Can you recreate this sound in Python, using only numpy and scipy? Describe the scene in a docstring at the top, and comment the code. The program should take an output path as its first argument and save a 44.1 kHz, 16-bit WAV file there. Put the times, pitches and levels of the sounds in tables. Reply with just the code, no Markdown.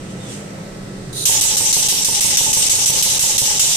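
"""A workshop hums: shaped room noise, wavering drones and thin sine motor lines, with a brief hiss and a sliding rub.
A hand opens the valve and air whistles in, as noise through pipe resonances. Then an air-driven pump on a tiled floor
cycles six times a second, slowing at the end: each stroke vents gated, fading noise and a thump, then the piston
lands and knocks body resonances; near the end comes one small tick.
Two small microphones, each with its own treble peak and its own limiter, squeeze the bursts."""
import sys
import numpy as np
from scipy import signal
from scipy.fft import rfft, irfft, next_fast_len
from scipy.io import wavfile
from scipy.ndimage import uniform_filter1d, minimum_filter1d

SR = 44100
rng = np.random.default_rng(int(sys.argv[2]) if len(sys.argv) > 2 else 0)


def digitize_waveform(pressure):
    """Quantize a signal to 16-bit integers and store it at the path in sys.argv[1].

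    Rows of a 2-D input are taken as channels; values are limited to [-1, 1].
    """
    field = np.atleast_2d(pressure).T
    bounded = np.clip(field, -1, 1)
    quanta = np.round(bounded * 32767).astype(np.int16)
    wavfile.write(sys.argv[1], SR, quanta)


N = 165816
TIME_S = np.arange(N) / SR

# Room tone spectrum: f/Hz, density level/dB
ROOM_SPECTRUM = [(20, 8), (30, -11.5), (60, -18), (90, -18), (110, -7), (170, -6), (250, -12), (500, -14),
                 (1000, -24.5), (2000, -27.5), (4500, -34), (8000, -39), (11000, -46.5), (16000, -56)]
# Broad hums: f/Hz, width/Hz, level/dB
BROAD_HUMS = [(105, 10, -45), (130, 8, -45), (165, 12, -46), (280, 4, -44), (323, 8, -48), (383, 8, -49),
              (533, 8, -51)]
# The main hum note wavers: t/s, f/Hz, level/dB
HUM_NOTE = [(0, 197.7, -35), (.07, 192, -38), (.15, 191.8, -32.5), (.32, 204.4, -30.5), (.5, 199.2, -36),
            (.68, 193.9, -36.5), (.88, 195.6, -32.5), (1.08, 191.3, -36.5), (1.199, 189.7, -48),
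            (3.76, 194.4, -42)]
# Steady motor lines: f/Hz, left level/dB, right level/dB
MOTOR_LINES = [(1308, -49, -59), (1548, -60, -59), (1742, -62, -61), (1839, -61, -61), (1937, -56, -54),
               (2034, -58, -58)]
# Loudness of the faint hiss: t/s, level/dB
FAINT_HISS_CURVE = [(0.1, -57), (0.106, -44), (0.154, -56), (0.328, -35), (0.534, -57), (0.6, -65)]
# Spectrum of the faint hiss: f/Hz, density level/dB
FAINT_HISS_SPECTRUM = [(1500, -17), (2600, 6.5), (3600, 3.5), (4500, 3.5), (8000, 3), (13000, -13),
                       (16000, -27)]
# Faint sliding rub: t/s, f/Hz, level/dB
RUB_PATH = [(.19, 3700, -62), (.21, 3650, -44), (.25, 3620, -44), (.28, 3420, -40), (.32, 3400, -44),
            (.35, 3300, -62)]
# Loudness of the air rushing in: t/s, level/dB
INLET_CURVE = [(1.12, -50), (1.131, -31), (1.142, -34), (1.17, -25), (1.24, -22), (1.251, -26), (1.3, -31)]
# Resonances of the inlet pipe: f/Hz, width/Hz, level/dB
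PIPE_RESONANCES = [(3900, 560, 2), (4800, 400, -10), (5900, 600, -10), (6830, 500, -8), (9300, 1100, -3.5),
                   (12300, 600, -12)]
# Piston landings: t/s, level/dB
LANDINGS = [(1.293, -20.5), (1.448, -24), (1.606, -22.5), (1.766, -21.5), (1.923, -25.5), (2.085, -24),
            (2.246, -22), (2.406, -21.5), (2.569, -20.5), (2.732, -23.5), (2.897, -21), (3.061, -23),
            (3.234, -24), (3.419, -22.5), (3.633, -24.5)]
# Contacts within each landing: delay/s, level/dB
CONTACTS = [(0, 5), (.009, -1.5), (.021, -16), (.034, -7), (.06, 1), (.073, -0.5), (.086, 0), (.097, -7),
            (.118, -5)]
# Resonances of the pump body: f/Hz, level/dB, t60/s
BODY_MODES = [(139, -7.5, 0.053), (192, -4, 0.047), (300, -6.5, 0.031), (427.4, -6.5, 0.05),
              (536, -1, 0.04), (752, -4, 0.058), (899, -21, 0.069)]
# Exhaust bursts: t/s, level/dB, second puff delay/s, second puff level/dB, jet f/Hz
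BURSTS = [(1.2556, 0.5, 0.11, -6, 6150), (1.4108, -2, .1, -9, 6300), (1.5691, -2.5, 0.085, 1, 5500),
          (1.7285, -1, .098, -6, 6450), (1.8864, -3, 0.096, -11, 6130), (2.0474, -4, .098, 0, 6050),
          (2.208, -1.5, .1, -1, 5700), (2.372, -1, 0.11, -8, 6600), (2.5307, -0.5, 0.092, 3, 6200),
          (2.6965, -2.5, 0.094, -2, 6460), (2.8593, -1, 0.098, -1, 6470), (3.0254, -2, 0.076, -5, 6300),
          (3.194, -1.5, 0.091, -7, 6550), (3.3807, -2, 0.077, 4, 6360), (3.5958, 1, 0.089, -6, 7000)]
# How fast a burst dies: f/Hz, fade/(dB/s)
BURST_FADE = [(1000, 32), (3500, 45.5), (7000, 36.5), (14000, 100)]
# Spectrum of the vented air: f/Hz, density level/dB
AIR_SPECTRUM = [(400, -12), (900, -11), (1500, -13), (2300, -5), (3000, 2), (3400, 0), (3850, 2), (4500, 1),
                (6000, 2.5), (8500, -2), (11000, 0.5), (16000, -10)]
# Narrow jet resonances: f/Hz, width/Hz, level/dB
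JET_WHISTLES = [(2970, 360, -22), (3750, 180, -19.5), (5570, 121, -16.5), (5800, 110, -23),
                (6730, 110, -15.5), (7000, 140, -23), (7830, 92, -23), (8320, 190, -16), (8640, 270, -20.5)]
# Left-right likeness of wide noise: f/Hz, correlation (-1 to 1)
STEREO_LIKENESS = [(60, 0.78), (130, 1), (290, 0.81), (640, 0.36), (1410, -0.28), (3100, 0.084),
                   (6820, -0.18), (15000, -0.026)]
# Microphone colour: f/Hz, left level/dB, right level/dB
MIC_COLOUR = [(4700, -2.5, -1.5), (5370, 0.5, 0.5), (5900, 4.5, 0), (7300, 2.5, 2), (7380, -12, 8.5),
              (8730, -4, 10), (10600, -12.5, 2), (11900, -9, 4.5), (13500, -6, 2), (15500, -3, 2.5)]

ROOM_TONE_DB, ROOM_PATCHY_DB = -30.5, -1.5
RUB_WIDTH_HZ = 70
VALVE_S, VALVE_OPEN_S, INLET_BED_DB = 1.125, .005, -5

CHATTER_JITTER_S, CHATTER_SPREAD_DB = .0015, 2.5
CHAMBER_HZ, SAG_HZ_PER_S, CHAMBER_T60_S, CHAMBER_DB = 915, 850, .05, 2.5
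RUSH_DB, STOPS_EARLY_S = -31, 0.044   # air noise on the travelling piston, which rests before the next landing
CASING_CUT_HZ = 1050   # the casing holds back the top of the knocks
TICK_S, TICK_DB, TICK_HZ, TICK_T60_S = 3.597, -14, 1400, 0.012
KNOCK_GAIN_DB, KNOCK_RIGHT_DB = 3, -8   # the right offset is added to the gain
ROOM_DB, ROOM_T60_S, ROOM_FROM_HZ = -6, .3, 200   # below this the walls add no spread

# the valve opens; just before, the old stream dips, deepening the limiter's early cut
ATTACK_S, DIP_S, DIP_DB = .004, .005, -12
POP_S, POP_LEFT_DB, POP_RIGHT_DB = 0.013, 8, 3
RIGHT_FADE_DB_PER_S = -10   # added to the fade: the right side dies more slowly
PUFF_RISE_S, PUFF_DIE_S, PUFF_RIGHT_DB = 0.008, 0.053, -29.5
JET_WIDTH_HZ, JET_SAG_HZ_PER_S, JET_DB = 400, 600, -13
WHISTLE_WANDER_DB, WHISTLE_SHIFT = 5, .03   # level spread; share by which each burst detunes them
FLUTTER_DB = 1.38   # spread of each of the two flutters
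ECHO_DB, ECHO_T60_S = -11, .08   # tiles and near walls
EXHAUST_GAIN_DB, EXHAUST_RIGHT_DB = -7, 1.5   # the right offset is added to the gain
THUMP_DB, THUMP_HZ, THUMP_T60_S = -2, 109, 0.0076

LIMIT_LEFT_DB, LIMIT_RIGHT_DB, RELEASE_DB_PER_S = -19.5, -19, 172
SQUEEZE = .55   # share of the overshoot taken away
LOOK_S, SENSE_S = .007, .004
STOP_HZ = 16200   # the top is at least 70 dB down from here


def amp(db):
    """Turn decibels into gain."""
    return 10 ** (np.asarray(db) / 20)


def unit(x):
    """Bring a sound to rms 1."""
    return x / np.sqrt(np.mean(np.square(x)) + 1e-20)


def sides(left, right):
    """Stack a left and a right setting so they spread over a stereo sound."""
    return np.array([[left], [right]])


def at_hz(table, hz, column=1):
    """Read a table on a log-frequency axis."""
    rows = np.array(table)
    return np.interp(np.log(np.maximum(hz, 1)), np.log(rows[:, 0]), rows[:, column])


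def level(rows):
    """Gain along a decibel curve, practically silent outside it."""
    t, db = np.transpose(rows)
    return amp(np.interp(TIME_S, t, db, left=-120, right=-120))


def drift(rate_hz):
    """Slow random motion with spread 1: noise through two equal low-pass poles at a fortieth of the sample rate."""
    r = np.exp(-80 * np.pi * rate_hz / SR)
    settling = 2000
    noise = rng.standard_normal(N // 40 + 2 + settling)
    slow = signal.lfilter([1], [1, -2 * r, r * r], noise)[settling:]
    return np.interp(np.arange(N) / 40, np.arange(len(slow)), unit(slow))


def noise_bands(spectrum, low_hz, count):
    """Stereo noise cut into overlapping half-octave bands that sum to rms 1: (centre Hz, sound)."""
    hz = np.fft.rfftfreq(N, 1 / SR)
    mid, side = rfft(rng.standard_normal((2, N)))
    alike = np.clip(at_hz(STEREO_LIKENESS, hz), -1, 1)
    stereo = np.sqrt(1 + alike) * mid + np.sqrt(1 - alike) * side * sides(1, -1)
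    stereo = amp(at_hz(spectrum, hz)) * (hz > low_hz) * stereo
    stereo = stereo / np.sqrt(np.mean(irfft(stereo, N) ** 2))
    place = np.clip(2 * np.log2(np.maximum(hz, 1) / low_hz), 0, count - 1)
    bands = []
    for k in range(count):
        share = np.clip(1 - abs(place - k), 0, 1)
        bands.append((low_hz * 2 ** (k / 2), irfft(stereo * share, N)))
    return bands


def narrow(hz, width_hz, order=1):
    """Noise through a resonance, once or more, rms 1."""
    r, x = np.exp(-np.pi * width_hz / SR), rng.standard_normal(N)
    for _ in range(order):
        x = signal.lfilter([1, 0, -1], [1, -2 * r * np.cos(2 * np.pi * hz / SR), r * r], x)
    return unit(x)


def ring(drive, hz, t60):
    """Clicks or noise set a decaying sine ringing."""
    r, w = amp(-60 / (t60 * SR)), 2 * np.pi * hz / SR
    return signal.lfilter([0, np.sin(w)], [1, -2 * r * np.cos(w), r * r], drive + 1e-18)


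def gliding(drive, hz, width_hz):
    """A resonance whose centre moves: the drive is shifted down, low-passed and shifted back."""
    turn = np.exp(2j * np.pi * np.cumsum(hz) / SR)
    r = np.exp(-np.pi * width_hz / SR)
    return np.real(turn * signal.lfilter([1], [1, -r], drive / turn + 1e-18))


def gliding_noise(hz, width_hz):
    """Independent left and right noise through one moving resonance, rms 1."""
    return unit([gliding(noise, hz, width_hz) for noise in rng.standard_normal((2, N))])


def echoes(x, t60):
    """Dense reflections: each side convolved with its own dying noise of unit energy."""
    length = SR // 2
    tail = rng.standard_normal((2, length)) * amp(-60 * np.arange(length) / SR / t60)
    tail = tail / np.sqrt(np.sum(tail ** 2, axis=1, keepdims=True))
    return signal.fftconvolve(np.atleast_2d(x), tail, axes=1)[:, :N]


def workshop():
    """Patchy room noise, resonant and sine hums that waver, steady motor lines and one faint hiss."""
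    tone = sum(amp(ROOM_PATCHY_DB * drift(0.67)) * band
               for hz, band in noise_bands(ROOM_SPECTRUM, 23.6, count=20))
    drones = sum(amp(db) * narrow(hz, width) for hz, width, db in BROAD_HUMS)

    t, hum_hz, hum_db = np.transpose(HUM_NOTE)
    hum_phase = 2 * np.pi * np.cumsum(np.interp(TIME_S, t, hum_hz)) / SR
    hum_gain = amp(np.interp(TIME_S, t, hum_db) + 1.04 * drift(6.3))
    hum = np.sqrt(2) * hum_gain * np.sin(hum_phase)

    lines = 0
    for hz, left_db, right_db in MOTOR_LINES:
        sine = np.sin(2 * np.pi * (hz * TIME_S + rng.random()))
        lines = lines + np.sqrt(2) * amp(sides(left_db, right_db)) * sine

    hiss = sum(band for hz, band in noise_bands(FAINT_HISS_SPECTRUM, 1200, count=2))
    return amp(ROOM_TONE_DB) * tone + drones + hum + lines + level(FAINT_HISS_CURVE) * hiss


def scrape():
    """A faint narrow rub: noise in a resonance that slides down in pitch."""
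    t, hz, db = np.transpose(RUB_PATH)
    pitch = np.interp(TIME_S, t, hz)
    return level(np.transpose([t, db])) * gliding_noise(pitch, RUB_WIDTH_HZ)


def inlet():
    """Air through the opened valve sings in the resonances of the pipe."""
    pipe = np.array([sum(amp(db) * narrow(hz, width, order=2) for hz, width, db in PIPE_RESONANCES)
                     for side in range(2)])
    bed = sum(band for hz, band in noise_bands(AIR_SPECTRUM, 800, count=2))
    valve = np.clip((TIME_S - VALVE_S) / VALVE_OPEN_S, 0, 1)
    return valve * level(INLET_CURVE) * unit(pipe + amp(INLET_BED_DB) * bed)


def piston():
    """Every landing and its chatter strike the body and the air chamber, heard direct and off the walls."""
    delay, contact_db = np.transpose(CONTACTS)
    land_s, land_db = np.transpose(LANDINGS)
    jitter = CHATTER_JITTER_S * rng.standard_normal((len(land_s), len(delay))) * (delay > 0)
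    when = land_s[:, None] + delay + jitter

    def contacts(mode_db):
        """One click per contact, with a fresh spread of levels for each resonance."""
        clicks = np.zeros(N + SR)
        spread = CHATTER_SPREAD_DB * rng.standard_normal(when.shape)
        clicks[(when * SR).astype(int)] = amp(land_db[:, None] + contact_db + mode_db + spread)
        return clicks[:N]

    k = np.maximum(np.searchsorted(land_s, TIME_S) - 1, 0)   # the latest landing
    age = TIME_S - land_s[k]
    travel = np.diff(land_s, append=N / SR)[k] - STOPS_EARLY_S
    moving = (age > 0) * (age < travel)
    rush = amp(land_db[k] + RUSH_DB) * moving * rng.standard_normal((2, N))

    body = sum(ring(contacts(db) + amp(db) * rush[0], hz, t60) for hz, db, t60 in BODY_MODES)
    # the chamber grows as the piston travels, so its pitch sags
    chamber_hz = CHAMBER_HZ - SAG_HZ_PER_S * np.clip(age, 0, travel)
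    chamber_width = np.log(1000) / np.pi / CHAMBER_T60_S
    chamber = gliding(contacts(CHAMBER_DB) + amp(CHAMBER_DB) * rush, chamber_hz, chamber_width)
    casing = signal.butter(3, CASING_CUT_HZ, fs=SR, output="sos")
    direct = signal.sosfilt(casing, body + chamber)

    tick_click = amp(TICK_DB) * (np.arange(N) == int(TICK_S * SR))
    direct = direct + ring(tick_click, TICK_HZ, TICK_T60_S)
    high_pass = signal.butter(2, ROOM_FROM_HZ, "high", fs=SR, output="sos")
    wet = echoes(signal.sosfilt(high_pass, direct), ROOM_T60_S)
    return amp(KNOCK_GAIN_DB + sides(0, KNOCK_RIGHT_DB)) * (direct + amp(ROOM_DB) * wet)


def exhaust():
    """Each burst opens with a pop, fades fastest at the very top, puffs once more, and pushes out a low thump."""
    burst_s, burst_db, puff_s, puff_db, jet_hz = np.transpose(BURSTS)
    k = np.maximum(np.searchsorted(burst_s - ATTACK_S, TIME_S) - 1, 0)   # the latest burst
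    age = np.maximum(TIME_S - burst_s[k] + ATTACK_S, 0)
    opening = np.minimum(age / ATTACK_S, 1) ** 2
    pop_db = sides(POP_LEFT_DB, POP_RIGHT_DB) * np.exp(-np.maximum(age - ATTACK_S, 0) / POP_S)

    puff_rise = np.clip((age - puff_s[k]) / PUFF_RISE_S, 0, 1)
    puff_fall = np.exp((puff_s[k] - age) / PUFF_DIE_S)
    puff = amp(puff_db[k] + sides(0, PUFF_RIGHT_DB)) * puff_rise * puff_fall

    until_next = np.append(burst_s[1:], np.inf)[k] - ATTACK_S - TIME_S
    dip = amp(DIP_DB * np.clip(1 - until_next / DIP_S, 0, 1))
    old_age = np.append(1, np.diff(burst_s))[k] + age   # the last burst still fades under the opening

    jet_pitch = jet_hz[k] - JET_SAG_HZ_PER_S * age
    voices = [(jet_hz.mean(), amp(JET_DB) * gliding_noise(jet_pitch, JET_WIDTH_HZ))]
    for hz, width, db in JET_WHISTLES:
        wander = amp(db + WHISTLE_WANDER_DB * drift(8.3))
        detune = 1 + WHISTLE_SHIFT * rng.standard_normal(len(burst_s))[k]
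        voices.append((hz, wander * gliding_noise(hz * detune, width)))

    air, together = 0, drift(26.0)   # all bands share one flutter and add their own
    for hz, band in noise_bands(AIR_SPECTRUM, 394, count=12) + voices:
        fade = at_hz(BURST_FADE, hz) + sides(0, RIGHT_FADE_DB_PER_S)
        fresh = opening * amp(burst_db[k] + pop_db - fade * age)
        old = (1 - opening) * amp(burst_db[k] + DIP_DB - fade * old_age) * (k > 0)
        flutter = amp(FLUTTER_DB * (together + drift(13.3)))
        air = air + (fresh + old + puff * (age > 0)) * dip * flutter * band
    air = air + amp(ECHO_DB) * echoes(air, ECHO_T60_S)

    clicks = np.zeros(N)
    clicks[(burst_s * SR).astype(int)] = amp(burst_db + THUMP_DB)
    thump = ring(clicks, THUMP_HZ, THUMP_T60_S)
    return amp(EXHAUST_GAIN_DB + sides(0, EXHAUST_RIGHT_DB)) * air + thump


def scene():
    """Lay the humming workshop under the rub, the inlet air, the piston and the exhaust."""
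    return workshop() + scrape() + inlet() + piston() + exhaust()


def record(dry):
    """Microphone colour, then a look-ahead limiter and soft clipping on each side, then the top is cut."""
    size = next_fast_len(N + SR // 10)
    hz = np.fft.rfftfreq(size, 1 / SR)
    colour = amp([at_hz(MIC_COLOUR, hz, column=1), at_hz(MIC_COLOUR, hz, column=2)])
    x = irfft(rfft(dry, size) * colour, size)[:, :N]

    power = uniform_filter1d(x ** 2, int(SENSE_S * SR))
    loud_db = 10 * np.log10(power + 1e-12)
    cut_db = SQUEEZE * np.maximum(loud_db - sides(LIMIT_LEFT_DB, LIMIT_RIGHT_DB), 0)
    # each cut lets go at a steady rate unless a stronger one takes over
    ramp = RELEASE_DB_PER_S * TIME_S
    cut_db = np.maximum.accumulate(cut_db + ramp, axis=1) - ramp
    # hold the strongest nearby cut, then smooth it, so the gain moves ahead of the peak
    look = int(LOOK_S * SR)
    cut_db = uniform_filter1d(-minimum_filter1d(-cut_db, look), look)
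    limited = np.tanh(x * amp(-cut_db))
    return signal.sosfilt(signal.cheby2(14, 70, STOP_HZ, fs=SR, output="sos"), limited)


dry = scene()
out = record(dry)
digitize_waveform(out)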